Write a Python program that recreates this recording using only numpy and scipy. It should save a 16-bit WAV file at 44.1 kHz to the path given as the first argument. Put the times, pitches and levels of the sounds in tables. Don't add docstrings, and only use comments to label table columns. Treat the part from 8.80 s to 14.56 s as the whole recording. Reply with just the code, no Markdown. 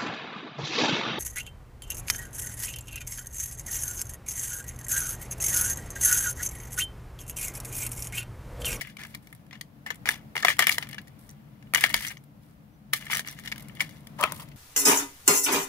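import sys
import numpy as np
from scipy import signal
from scipy.fft import rfft, irfft
from scipy.io import wavfile
from scipy.ndimage import uniform_filter1d

SR = 44100
rng = np.random.default_rng(int(sys.argv[2]) if len(sys.argv) > 2 else 0)


def boost_factor(decibels):
    exponent = np.asarray(decibels, float) / 20
    return 10 ** exponent


def wrap_up_sound(samples):
    columns = np.atleast_2d(samples).T
    tamed = np.clip(columns, -1, 1)
    steps = np.round(tamed * 32767).astype(np.int16)
    wavfile.write(sys.argv[1], SR, steps)


N = 254016

# (frequency [Hz], density [dB per Hz])
METAL = [(2060, -33), (3500, -1.5), (4730, -1.5), (7050, -5.5), (7990, -9.5), (8830, -5), (10900, -5.5),
         (15600, -9)]
LID_FROM_S = 5.33
# (lag of right port [ms], left minus right [dB], phase scatter [rad])
WALL_PORTS, HOLLOW_PORTS = (.12, 8.5, .45), (.08, 6, .35)


def knocks():
    out = np.zeros((2, N + SR))
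    size = 2048
    lead = size // 8
    t = np.arange(size) / SR
    first = int(.0045 * SR)
    closing_s, rebound_db = .0005, 4.2
    snap = 4.7
    port_db = np.array([[.7], [-.7]])
    for s, wall_db, hollow_db, metal_db, bright_db, chatter_ms in blows():
        wall_modes, bay_modes, bright_db = place(s, bright_db)
        decay = np.exp(-t * 1000 / np.clip(chatter_ms, .3, 15))
        fade = (1 - np.exp(-t / closing_s)) * decay
        noise = rng.standard_normal((3, size))

        push = 0.063 * noise[0] * boost_factor(rebound_db * noise[1]) * fade
        push[0] += .9
        wall = signal.fftconvolve(ring(wall_modes, *WALL_PORTS), push[None], axes=1)[:, :size]
        hollow = signal.fftconvolve(ring(bay_modes, *HOLLOW_PORTS), push[None], axes=1)[:, :size]

        grit = ports(noise[2]) + 9.0 * rng.standard_normal((2, size))
        grit = grit * fade * boost_factor(1.6 * noise[1])
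        grit[:, :8] += snap * ports(np.arange(8) == 0)
        metal = tilt(colour(np.roll(grit, lead, axis=1), METAL), bright_db)
        patch_db = 2.4 * rng.standard_normal(16)
        metal = colour(metal, np.transpose([np.geomspace(3000, 16000, 16), patch_db]))
        metal = metal * np.sqrt(first / np.sum(metal[0] ** 2))

        i = int(s * SR)
        j = max(i - lead, 0)
        out[:, i:i + size] += boost_factor(wall_db) * unit(wall, size=first)
        out[:, i:i + size] += boost_factor(hollow_db) * unit(hollow, size=first)
        out[:, j:j + size] += boost_factor(metal_db + port_db) * metal
    return out[:, :N]


def blows():
    # (time [s], wall ring [dB], hollow thud [dB], metal crack [dB], contact chatter [ms])
    second_cell = [(1.0629, -32.5, -43.5, -40, 12), (1.104, -25, -38, -33.5, 6.6),
                   (1.2566, -28.5, -38, -35, 4.9), (1.2889, -15, -31.5, -22.5, 1.2),
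                   (1.554, -29.5, -38, -43.5, 6.1), (1.566, -23, -34, -34.5, 1.1),
                   (1.5779, -26.5, -41.5, -33.5, 2.3), (1.626, -44.5, -38.5, -30, 2),
                   (1.648, -13.5, -17.5, -21, 3.8), (1.6833, -12.5, -30, -27, 1.5),
                   (1.6897, -23.5, -36.5, -24, 14), (1.702, -19, -32.5, -35.5, 2.9),
                   (1.7913, -17, -22, -14.5, 5.2), (1.8025, -22.5, -30.5, -27, 5.5),
                   (1.8231, -17, -42, -26.5, 3.6), (1.869, -15, -29, -17.5, 2.6),
                   (1.8932, -14, -33, -21, 2.1), (1.9163, -31, -42.5, -26.5, 2.3),
                   (1.9229, -32, -48, -24, 3.8), (1.9821, -21, -39, -24, 2.3),
                   (2.025, -31.5, -47, -37, 6.9), (2.1818, -33, -73, -42.5, 7.1)]
    later_cells = [(2.9369, -22.5, -28, -26.5, 1.4), (2.9469, -14, -41, -16.5, 3.6),
                   (2.9579, -17, -35, -34, 2.8), (3.0085, -30.5, -49, -25.5, 3.3),
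                   (3.0207, -36.5, -47, -40.5, 6), (3.038, -10.5, -25, -19, 3.5),
                   (3.1425, -17, -30.5, -18, 0.96), (3.249, -28.5, -72, -40, 3.7),
                   (4.132, -23, -39, -45, 1.7), (4.1341, -20.5, -31, -18.5, 4.2),
                   (4.2994, -31, -37, -52, 2.8), (4.3136, -27.5, -63, -31.5, 12),
                   (4.3313, -21.5, -38, -32.5, 5.1), (4.3511, -33, -40.5, -29.5, 7.1),
                   (4.37, -29.5, -44, -26.5, 2.4), (4.3937, -28, -42.5, -27.5, 2.7),
                   (4.6749, -33, -70, -35, 6.6), (4.7223, -27.5, -59, -35.5, 3.1),
                   (5.005, -18, -40, -25.5, 7.6), (5.0122, -42, -36.5, -30, 5.2)]
    grip_knocks = [
        (0.0103, -31.5, -66, -38.5, 1.7),
        (0.0145, -31.5, -50, -31.5, 8.1),
        (0.3478, -38.5, -48.5, -36, 3.5),
        (0.811, -35.5, -52.5, -34.5, 2.7),
        (5.41, -50, -28.5, -26.5, 2.5),
        (5.4269, -26.5, -34, -33.5, 7.1),
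        (5.4374, -15.5, -19, -23, 1.9),
        (5.521, -41, -35.5, -28, 1.8),
    ]
    # (time [s], wall ring [dB], metal crack [dB]) light ticks as hands, case and cells touch
    light_ticks = [(0.049, -41.5, -58), (0.0714, -42, -47), (0.0892, -69, -54), (0.1028, -64, -50.5),
                   (0.1685, -39.5, -45), (0.1865, -47, -58), (0.214, -42, -45), (0.235, -38, -43),
                   (0.25, -41.5, -46.5), (0.268, -80, -47.5), (0.342, -43, -54), (0.471, -50, -51),
                   (0.527, -43.5, -48.5), (0.549, -62, -51), (0.6647, -65, -64), (0.7098, -45, -56),
                   (0.7287, -43.5, -47), (0.754, -46.5, -56), (1.1442, -58, -47), (1.1564, -57, -49),
                   (1.377, -60, -53),
                   (1.7679, -44.5, -44.5), (2.0703, -44.5, -49.5), (2.089, -47, -41),
                     (2.1113, -51, -42.5), (2.1296, -37.5, -40), (2.1446, -40, -43.5), (2.2151, -59, -51.5),
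                     (2.2726, -55, -55), (2.2799, -53, -51.5), (2.491, -55.5, -47), (2.5026, -65, -62),
                     (2.51, -71, -49), (2.8255, -52, -57.5), (2.8708, -60, -72.5), (3.0928, -39, -33.5),
                     (3.37, -44.5, -52), (3.438, -73.5, -56.5), (5.206, -67, -57.5), (5.2703, -46, -45),
                     (5.6586, -62, -65), (5.687, -58, -52),
                   (4.174, -54, -44), (4.224, -41, -61), (4.2665, -36.5, -45), (4.282, -44, -54),
                   (4.4476, -41.5, -59), (4.474, -36, -36), (4.485, -37.5, -41.5), (4.5109, -55, -40),
                   (4.5255, -61, -47), (4.588, -40.5, -45.5), (4.5963, -50, -43), (4.6366, -47, -50),
                   (4.6585, -40, -46), (4.759, -45, -45), (4.7795, -43.5, -40.5), (4.7963, -49, -48.5),
                   (4.8056, -52, -46.5), (4.824, -67, -44), (4.884, -52, -45.5), (4.951, -59, -48),
                   (4.9703, -45, -58), (5.092, -47.5, -47)]
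    rattles = [(1.2736, -28, -43), (1.2941, -38, -30.5), (1.3131, -36.5, -33.5), (1.32, -43, -38.5),
               (1.6694, -26, -37), (1.84, -28, -34.5), (1.877, -23.5, -39), (1.944, -37, -34),
               (2.9723, -30, -28), (3.0655, -38, -36.5), (3.1002, -30.5, -47), (3.103, -39, -35.5),
               (3.127, -43, -40), (3.163, -40, -34), (3.2066, -35.5, -41.5), (3.2653, -41, -39.5),
               (3.274, -34.5, -34.5), (3.312, -37, -62), (4.1593, -40, -40), (4.3066, -37, -37),
               (4.3223, -36, -29), (4.362, -32, -33), (4.38, -35, -32.5), (5.0214, -32, -36.5)]
    cell_bounces = [(1.281, -39, -44.5), (1.306, -32, -36.5), (1.334, -51.5, -52), (1.3416, -60, -51),
                    (1.3562, -43, -46.5), (1.5943, -47.5, -49.5), (1.6307, -23.5, -39.5),
                    (1.713, -29.5, -42), (1.718, -31, -43), (1.7853, -37, -42), (1.7928, -17, -28),
                    (1.8109, -32, -35), (1.8166, -31, -33), (1.828, -23, -35.5), (1.8816, -29.5, -36.5),
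                    (1.9056, -31, -33), (1.9096, -32.5, -34.5), (1.9289, -37.5, -33.5),
                    (1.9537, -61, -42.5), (2.0128, -50, -44.5), (2.0296, -44, -44.5),
                    (2.9801, -26.5, -45), (2.984, -45, -35), (3.0229, -39, -38), (3.0306, -55, -48),
                     (3.0443, -33, -29), (3.0486, -24, -30), (3.0612, -27.5, -32), (3.076, -41.5, -49.5),
                     (3.0845, -37, -49), (3.109, -36.5, -39.5), (3.1491, -30.5, -34), (3.1582, -37, -36),
                     (3.165, -36, -37), (3.1758, -40, -41.5), (3.224, -42, -38), (3.2318, -41, -38),
                     (3.2545, -49, -47.5), (3.304, -38.5, -52), (3.3223, -44, -64), (4.1437, -35, -46),
                     (4.1683, -47, -38), (4.2106, -45, -46.5), (4.254, -55, -44), (4.3465, -29, -29),
                     (4.4008, -39, -37), (4.4057, -40, -44), (4.464, -44, -56.5), (4.651, -54, -46),
                     (4.7164, -34, -35.5), (4.895, -46.5, -70), (4.996, -39, -62)]
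    # (time [s], wall ring [dB], hollow thud [dB], metal crack [dB])
    lid_bumps = [(5.3942, -48, -46, -54), (5.3981, -49, -32, -48), (5.403, -45, -33, -44.5),
                 (5.415, -48, -29.5, -45.5), (5.4295, -42, -22.5, -38), (5.442, -29, -20.5, -61),
                 (5.4502, -40, -30.5, -54), (5.4568, -47, -31, -47), (5.4614, -49, -40, -43.5),
                 (5.4727, -38, -44, -51), (5.597, -47, -64, -53)]

    bounce_ms = 5.8
    rows = second_cell + later_cells + grip_knocks
    rows = rows + [(*row, bounce_ms) for row in lid_bumps]
    # hollow level relative to the wall [dB], chatter [ms]
    for events, hollow_db, chatter_ms in [(rattles, -14.5, 3.8),
                                          (light_ticks, -15, 3.2),
                                          (cell_bounces, -15.5, bounce_ms)]:
        rows = rows + [(s, db, db + hollow_db, metal_db, chatter_ms) for s, db, metal_db in events]
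    return [(s, db, hollow_db, metal_db, brightness(metal_db, db), ms)
            for s, db, hollow_db, metal_db, ms in rows]


def place(s, bright_db):
    # (time [s], favoured wall mode [Hz], favoured bay mode [Hz], crack brightness [dB])
    strike_points = [(0.0105, 2070, 980, 2.5), (0.0495, 2106, 1130, 5), (0.072, 2100, 1230, 15.5),
                     (0.1686, 2120, 1220, -4), (0.1885, 2190, 1260, -3), (0.212, 1860, 1200, 2),
                     (0.235, 2170, 1000, 1), (0.349, 2060, 1330, 0.5), (0.526, 2120, 910, 13.5),
                     (0.7286, 2340, 1220, -22), (0.811, 1810, 1330, -2), (1.062, 1890, 855, 2),
                     (1.1037, 1910, 1230, -5), (1.256, 2050, 760, -4), (1.2892, 2250, 830, 4),
                     (1.555, 1990, 940, -1.5), (1.5656, 2100, 973, -5), (1.578, 2070, 1083, -5.5),
                     (1.63, 1955, 1040, -7.5), (1.6476, 2077, 644, -1.5), (1.6826, 1985, 1205, 4.5),
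                     (1.702, 2023, 1187, 0.5), (1.7906, 1800, 1194, 6), (1.8235, 1696, 1309, -5),
                     (1.869, 2100, 1250, 6), (1.8933, 2210, 1034, 5), (1.917, 2217, 1020, -4.5),
                     (1.9823, 1960, 1010, 2.5), (2.026, 2140, 1100, -3.5), (2.1285, 1850, 980, -3.5),
                     (2.1825, 1990, 1050, -8.5), (2.9369, 1836, 1258, 7), (2.9465, 2030, 1270, -1.5),
                     (3.0086, 2280, 975, 6), (3.0379, 2290, 522, -2.5), (3.098, 2047, 1039, 5),
                     (3.1426, 1850, 600, -1.5), (3.2484, 2000, 1020, 1), (3.274, 2110, 1030, 1.5),
                     (4.134, 2100, 1330, 1), (4.2657, 2080, 1040, -0.5), (4.3003, 2080, 1200, -6),
                     (4.3316, 2070, 1270, 1), (4.3943, 1980, 1180, -1.5), (4.4746, 2190, 1110, 3),
                     (4.6763, 2370, 1090, -7), (4.7216, 2370, 970, -7), (5.006, 2250, 1150, -3.5),
                     (5.4372, 2590, 1220, 4), (5.522, 2130, 980, 9.5)]
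    reach_s = .006
    when, wall_hz, bay_hz, place_db = min(strike_points, key=lambda row: abs(row[0] - s))
    if abs(when - s) > reach_s:
        return walls(s), bays(s), bright_db
    return favour(walls(s), wall_hz), favour(bays(s), bay_hz), place_db


def favour(modes, hz):
    lift_db, octaves = 6.5, 0.15
    return [(f, t60, db + lift_db * np.exp(-(np.log2(f / hz) / octaves) ** 2)) for f, t60, db in modes]


def walls(s):
    # (frequency [Hz], T60 [s], level [dB])
    case_modes = [(1720, 0.0043, -5), (1808, 0.018, -0.5), (1850, 0.0096, 4.5), (2065, 0.0083, 2.5),
                  (2246, 0.012, 1), (2302, 0.009, -4), (2936, 0.015, -7.5), (3393, 0.02, -13.5),
                  (4040, 0.0021, -17)]
    # (frequency [Hz], T60 [s], level [dB])
    lid_modes = [(1720, 0.0037, 1), (2100, 0.0055, 2), (2500, 0.0046, -1), (2760, 0.013, -6.5),
                 (3100, 0.0096, -8), (3600, 0.0078, -12)]
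    return lid_modes if s > LID_FROM_S else case_modes


def bays(s):
    # (frequency [Hz], T60 [s], level [dB])
    case_bays = [(376, 0.016, -9), (475, 0.02, -11.5), (635, 0.033, -9.5), (655, 0.024, -5),
                 (844, 0.014, -5.5), (924, 0.023, -6), (1168, 0.0082, 4.5), (1185, 0.018, 2),
                 (1360, 0.017, -7.5)]
    # (frequency [Hz], T60 [s], level [dB])
    lid_bays = [(317, 0.035, -21), (484, 0.015, -17), (600, .018, -3.5), (762, 0.0088, -1.5),
                (980, 0.018, 0), (1220, 0.015, 2.5), (1418, 0.0061, 2), (1640, 0.0088, -4.5)]
    return lid_bays if s > LID_FROM_S else case_bays


def brightness(metal_db, wall_db):
    return np.clip(1.5 + 0.73 * (metal_db - wall_db), -12, 10)


def ring(modes, lag_ms, left_db, twist, detune=.024):
    spread_db = 2.0
    hz, t60, db = np.transpose(modes)[:, :, None]
    chance = rng.standard_normal((4, len(modes), 1))
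    hz = hz * (1 + detune * chance[0])
    t = np.arange(SR // 40) / SR
    sense = np.cos(np.pi * np.arange(len(modes)))[:, None]
    size = sense * boost_factor(db + spread_db * chance[1]) * np.exp(-np.log(1000) * t / t60)
    left = size * np.sin(2 * np.pi * hz * t)
    late = np.maximum(t - lag_ms / 1000, 0)
    scatter = boost_factor(2.0 * chance[2] - left_db)
    right = size * scatter * np.sin(2 * np.pi * hz * late + twist * chance[3]) * (late > 0)
    pair = np.array([left.sum(axis=0), right.sum(axis=0)])
    keep = np.exp(-np.pi * modes[0][0] / SR)
    return signal.lfilter([1, -2, 1], [1, -2 * keep, keep ** 2], pair)


def slides():
    t = np.arange(N) / SR
    wall_db, metal_db, hollow_db = pressure()
    wander_db = 2.0 * unit(uniform_filter1d(rng.standard_normal(N), size=900))
    bright_db = brightness(metal_db, wall_db) + wander_db
    catch = boost_factor(1.8 * unit(uniform_filter1d(rng.standard_normal(N), size=150)))
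    slips = catch * rng.standard_normal((3, N)) * boost_factor(rng.exponential(size=(3, N)))

    spot = 3 * (t > LID_FROM_S) + np.repeat(rng.integers(3, size=N // 500 + 1), 500)[:N]
    wall, hollow = 0, 0
    for k in range(6):
        here = slips * (spot == k)
        when = LID_FROM_S + 1 if k > 2 else 0
        wall_ring = unit(ring(walls(when), *WALL_PORTS))
        bay_ring = unit(ring(bays(when), *HOLLOW_PORTS))
        wall = wall + signal.oaconvolve(wall_ring, here[:1], axes=1)
        hollow = hollow + signal.oaconvolve(bay_ring, here[1:2], axes=1)

    grit = 0.21 * ports(slips[2]) + 2.7 * catch * rng.standard_normal((2, N))
    metal = tilt(unit(colour(grit, METAL)), bright_db)
    specks_db = 1.4 * unit(uniform_filter1d(slips[2] / catch, size=45))
    metal = unit(metal * catch * boost_factor(specks_db))
    body = boost_factor(wall_db + 1.5) * unit(wall[:, :N]) + boost_factor(hollow_db - 7.0) * unit(hollow[:, :N])
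    return body + boost_factor(metal_db + 2.0) * metal


def pressure():
    # (start [s], length [s], wall scrape [dB], contact hiss [dB], hollow scrape [dB])
    cell_scrapes = [(1.063, 0.066, -42.5, -65, -48), (1.26, 0.077, -34, -39, -34.5),
                    (1.558, 0.055, -35.5, -39.5, -37), (1.648, 0.08, -29, -33.5, -56.5),
                    (1.798, 0.052, -26, -33.5, -47), (1.871, 0.092, -36, -35, -54.5),
                    (2.005, 0.053, -48, -55, -42.5), (2.095, 0.066, -47, -58, -53.5),
                    (2.954, 0.049, -31.5, -34.5, -39.5), (3.012, 0.052, -31, -37, -54),
                    (3.097, 0.036, -40, -47, -50.5), (3.14, .05, -31, -35, -55.5),
                    (3.196, 0.12, -39.5, -37.5, -51), (4.132, 0.046, -36.5, -35, -70),
                    (4.202, 0.15, -47.5, -50, -52), (4.305, 0.081, -34.5, -34, -56),
                    (4.998, 0.073, -42.5, -46, -44)]
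    skin_rubs = [(0, 0.11, -48, -56, -69.5), (0.192, 0.069, -46, -53, -46), (0.283, 0.087, -61, -58.5, -78),
                 (0.427, 0.18, -70, -66.5, -67), (0.731, 0.029, -49, -59, -49), (0.88, 1, -85.5, -94, -81),
                 (1.319, 0.083, -53, -63.5, -49), (2.202, 0.7, -70.5, -82, -64.5),
                 (2.393, .13, -74.5, -62, -74), (3.631, 0.1, -74, -68, -64),
                 (4.463, 0.077, -49, -48.5, -51), (4.568, .07, -55.5, -58.5, -73),
                 (4.649, 0.051, -46, -49, -50.5), (4.72, 0.21, -59.5, -65.5, -52),
                 (4.956, 0.11, -54.5, -61, -62), (5.058, 0.13, -56.5, -57.5, -68),
                 (5.137, 0.56, -69.5, -70.5, -62.5), (5.391, 0.095, -44.5, -48, -31),
                 (5.43, 0.039, -35.5, -57.5, -37), (5.47, 0.066, -45, -51.5, -33.5),
                 (5.542, 0.093, -54.5, -47, -48), (5.599, 0.026, -49.5, -44, -37.5),
                 (5.656, 0.05, -61.5, -68.5, -59), (5.719, 0.013, -58, -66, -67)]
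    counts = [len(cell_scrapes), len(skin_rubs)]
    t = np.arange(0, N, 96) / SR
    start, length, *layers = np.transpose(cell_scrapes + skin_rubs)[:, :, None]
    since = t - start
    attack_db_s = np.repeat([6001.5, 1705], counts)[:, None]
    ease_db = np.repeat([-2.5, 0], counts)[:, None]
    sag_db, release_db_s = 6.5, 476.5
    shape = ease_db + attack_db_s * np.minimum(since, 0)
    shape = shape - sag_db * np.clip(since / length, 0, 1)
    shape = shape - release_db_s * np.maximum(since - length, 0)
    return [np.interp(np.arange(N) / SR, t, np.max(db + shape, axis=0)) for db in layers]


def spring():
    # (frequency [Hz], T60 [s], level [dB])
    coil_modes = [(4700, 0.0036, -3), (5960, 0.016, 9), (5940, .009, -1), (6500, .005, 6.5),
                  (7100, 0.013, -17), (7480, .008, 3.5)]
    # (time [s], ring level [dB])
    coil_slips = [(2.493, -50), (2.503, -51), (3.2737, -41), (3.2833, -33), (3.2872, -40), (3.2967, -44),
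                  (3.3788, -55), (4.3368, -30), (4.3522, -31), (4.485, -36.5), (4.4962, -44)]
    out = np.zeros((2, N + SR))
    for s, db in coil_slips:
        twang = unit(ring(coil_modes, WALL_PORTS[0], 1.1, 2.6, detune=.012), size=198)
        i = int(s * SR)
        out[:, i:i + twang.shape[1]] += boost_factor(db) * twang
    return out[:, :N]


def thump():
    start_s, hz, db, decay_s = 3.143, 46, -36, .026
    t = np.maximum(np.arange(N) / SR - start_s, 0)
    return boost_factor(db) * np.exp(-t / decay_s) * np.sin(2 * np.pi * hz * t)


def echo(case):
    t60_s, db = .12, -15
    t = np.arange(int(.3 * SR)) / SR
    tail = rng.standard_normal((2, len(t))) * np.exp(-np.log(1000) * t / t60_s) * (t > .002)
    tail = tail / np.sqrt(np.sum(tail[0] ** 2))
    return boost_factor(db) * signal.fftconvolve(case, tail, axes=1)[:, :N]


def air():
    # (frequency [Hz], density [dB per Hz])
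    air_spectrum = [(36, -27.5), (50, -22.5), (150, -11), (330, -28), (430, -29), (620, -27), (950, -31.5),
                    (1800, -37), (4000, -45), (8000, -52), (12000, -46.5)]
    # (frequency [Hz], width [Hz], lift [dB])
    room_modes = [
        (49.8, 16, 10),
        (140.2, 25, 6),
        (215.8, 31, 10.5),
        (292.8, 39, 10),
    ]
    # (frequency [Hz], likeness [-1..1])
    port_likeness = [(30, .85), (130, .93), (290, .76), (640, .25), (1400, -.3), (3000, 0)]
    # (frequency [Hz], left minus right [dB])
    port_balance = [(30, 6.5), (100, 3.8), (1300, 3), (15000, -2)]
    hz = np.arange(N // 2 + 1) * SR / N
    db = curve(air_spectrum, hz)
    for f, width, lift_db in room_modes:
        db = db + lift_db / (1 + (2 * (hz - f) / width) ** 2)
    alike = np.clip(curve(port_likeness, hz), -.99, .99)
    mid, side = rfft(rng.standard_normal((2, N))) * np.sqrt([1 + alike, 1 - alike])
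    balance = boost_factor(curve(port_balance, hz) / 2)
    pair = np.array([(mid + side) * balance, (mid - side) / balance])
    return boost_factor(-49) * unit(irfft(boost_factor(db) * pair, N))


def stir_db():
    from_db, db_per_db = -65.5, 0.3528
    busy_db = np.clip(pressure()[2] - from_db, -10, 20)
    return db_per_db * uniform_filter1d(busy_db, size=SR // 3)


def bird():
    centre_s, hz, db, half_s = 3.945, 5900, -76, .024
    t = np.arange(N) / SR - centre_s
    pitch = hz * (1 + .012 * np.tanh(t / half_s + 1))
    warble = 1 + .6 * np.cos(2 * np.pi * 85 * (t - .005))
    return boost_factor(db) * np.exp(-(t / half_s) ** 2) * warble * np.sin(2 * np.pi * np.cumsum(pitch) / SR)


def curve(table, hz):
    f, v = np.transpose(table)
    return np.interp(np.log(hz + 1), np.log(f), v)


def colour(x, table):
    size = x.shape[-1]
    return irfft(rfft(x) * boost_factor(curve(table, np.arange(size // 2 + 1) * SR / size)), size)


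def tilt(x, bright_db):
    split_hz = 8000
    low = colour(x, [(split_hz / 1.15, 0), (split_hz * 1.15, -40)])
    share = 1 / (1 + boost_factor(2 * bright_db))
    return np.sqrt(2 * share) * low + np.sqrt(2 - 2 * share) * (x - low)


def unit(x, size=None):
    return x / np.sqrt(np.mean(x[..., :size] ** 2))


def ports(x):
    return np.array([x, np.roll(x, int(WALL_PORTS[0] * SR / 1000))])


def scene():
    case = knocks() + slides() + spring()
    return case + echo(case) + boost_factor(stir_db()) * air() + bird() + thump()


def low_pass(x):
    return signal.sosfilt(signal.butter(12, 17000, fs=SR, output="sos"), x)


def record(dry):
    low_hz, top_hz = 43.6, 15750
    mic = signal.sosfilt(signal.butter(4, low_hz, "high", fs=SR, output="sos"), dry)
    mic = colour(np.clip(mic, -1, 1), [(top_hz, 0), (top_hz * 1.01, -39)])
    return low_pass(mic)


dry = scene()
out = record(dry)
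wrap_up_sound(out)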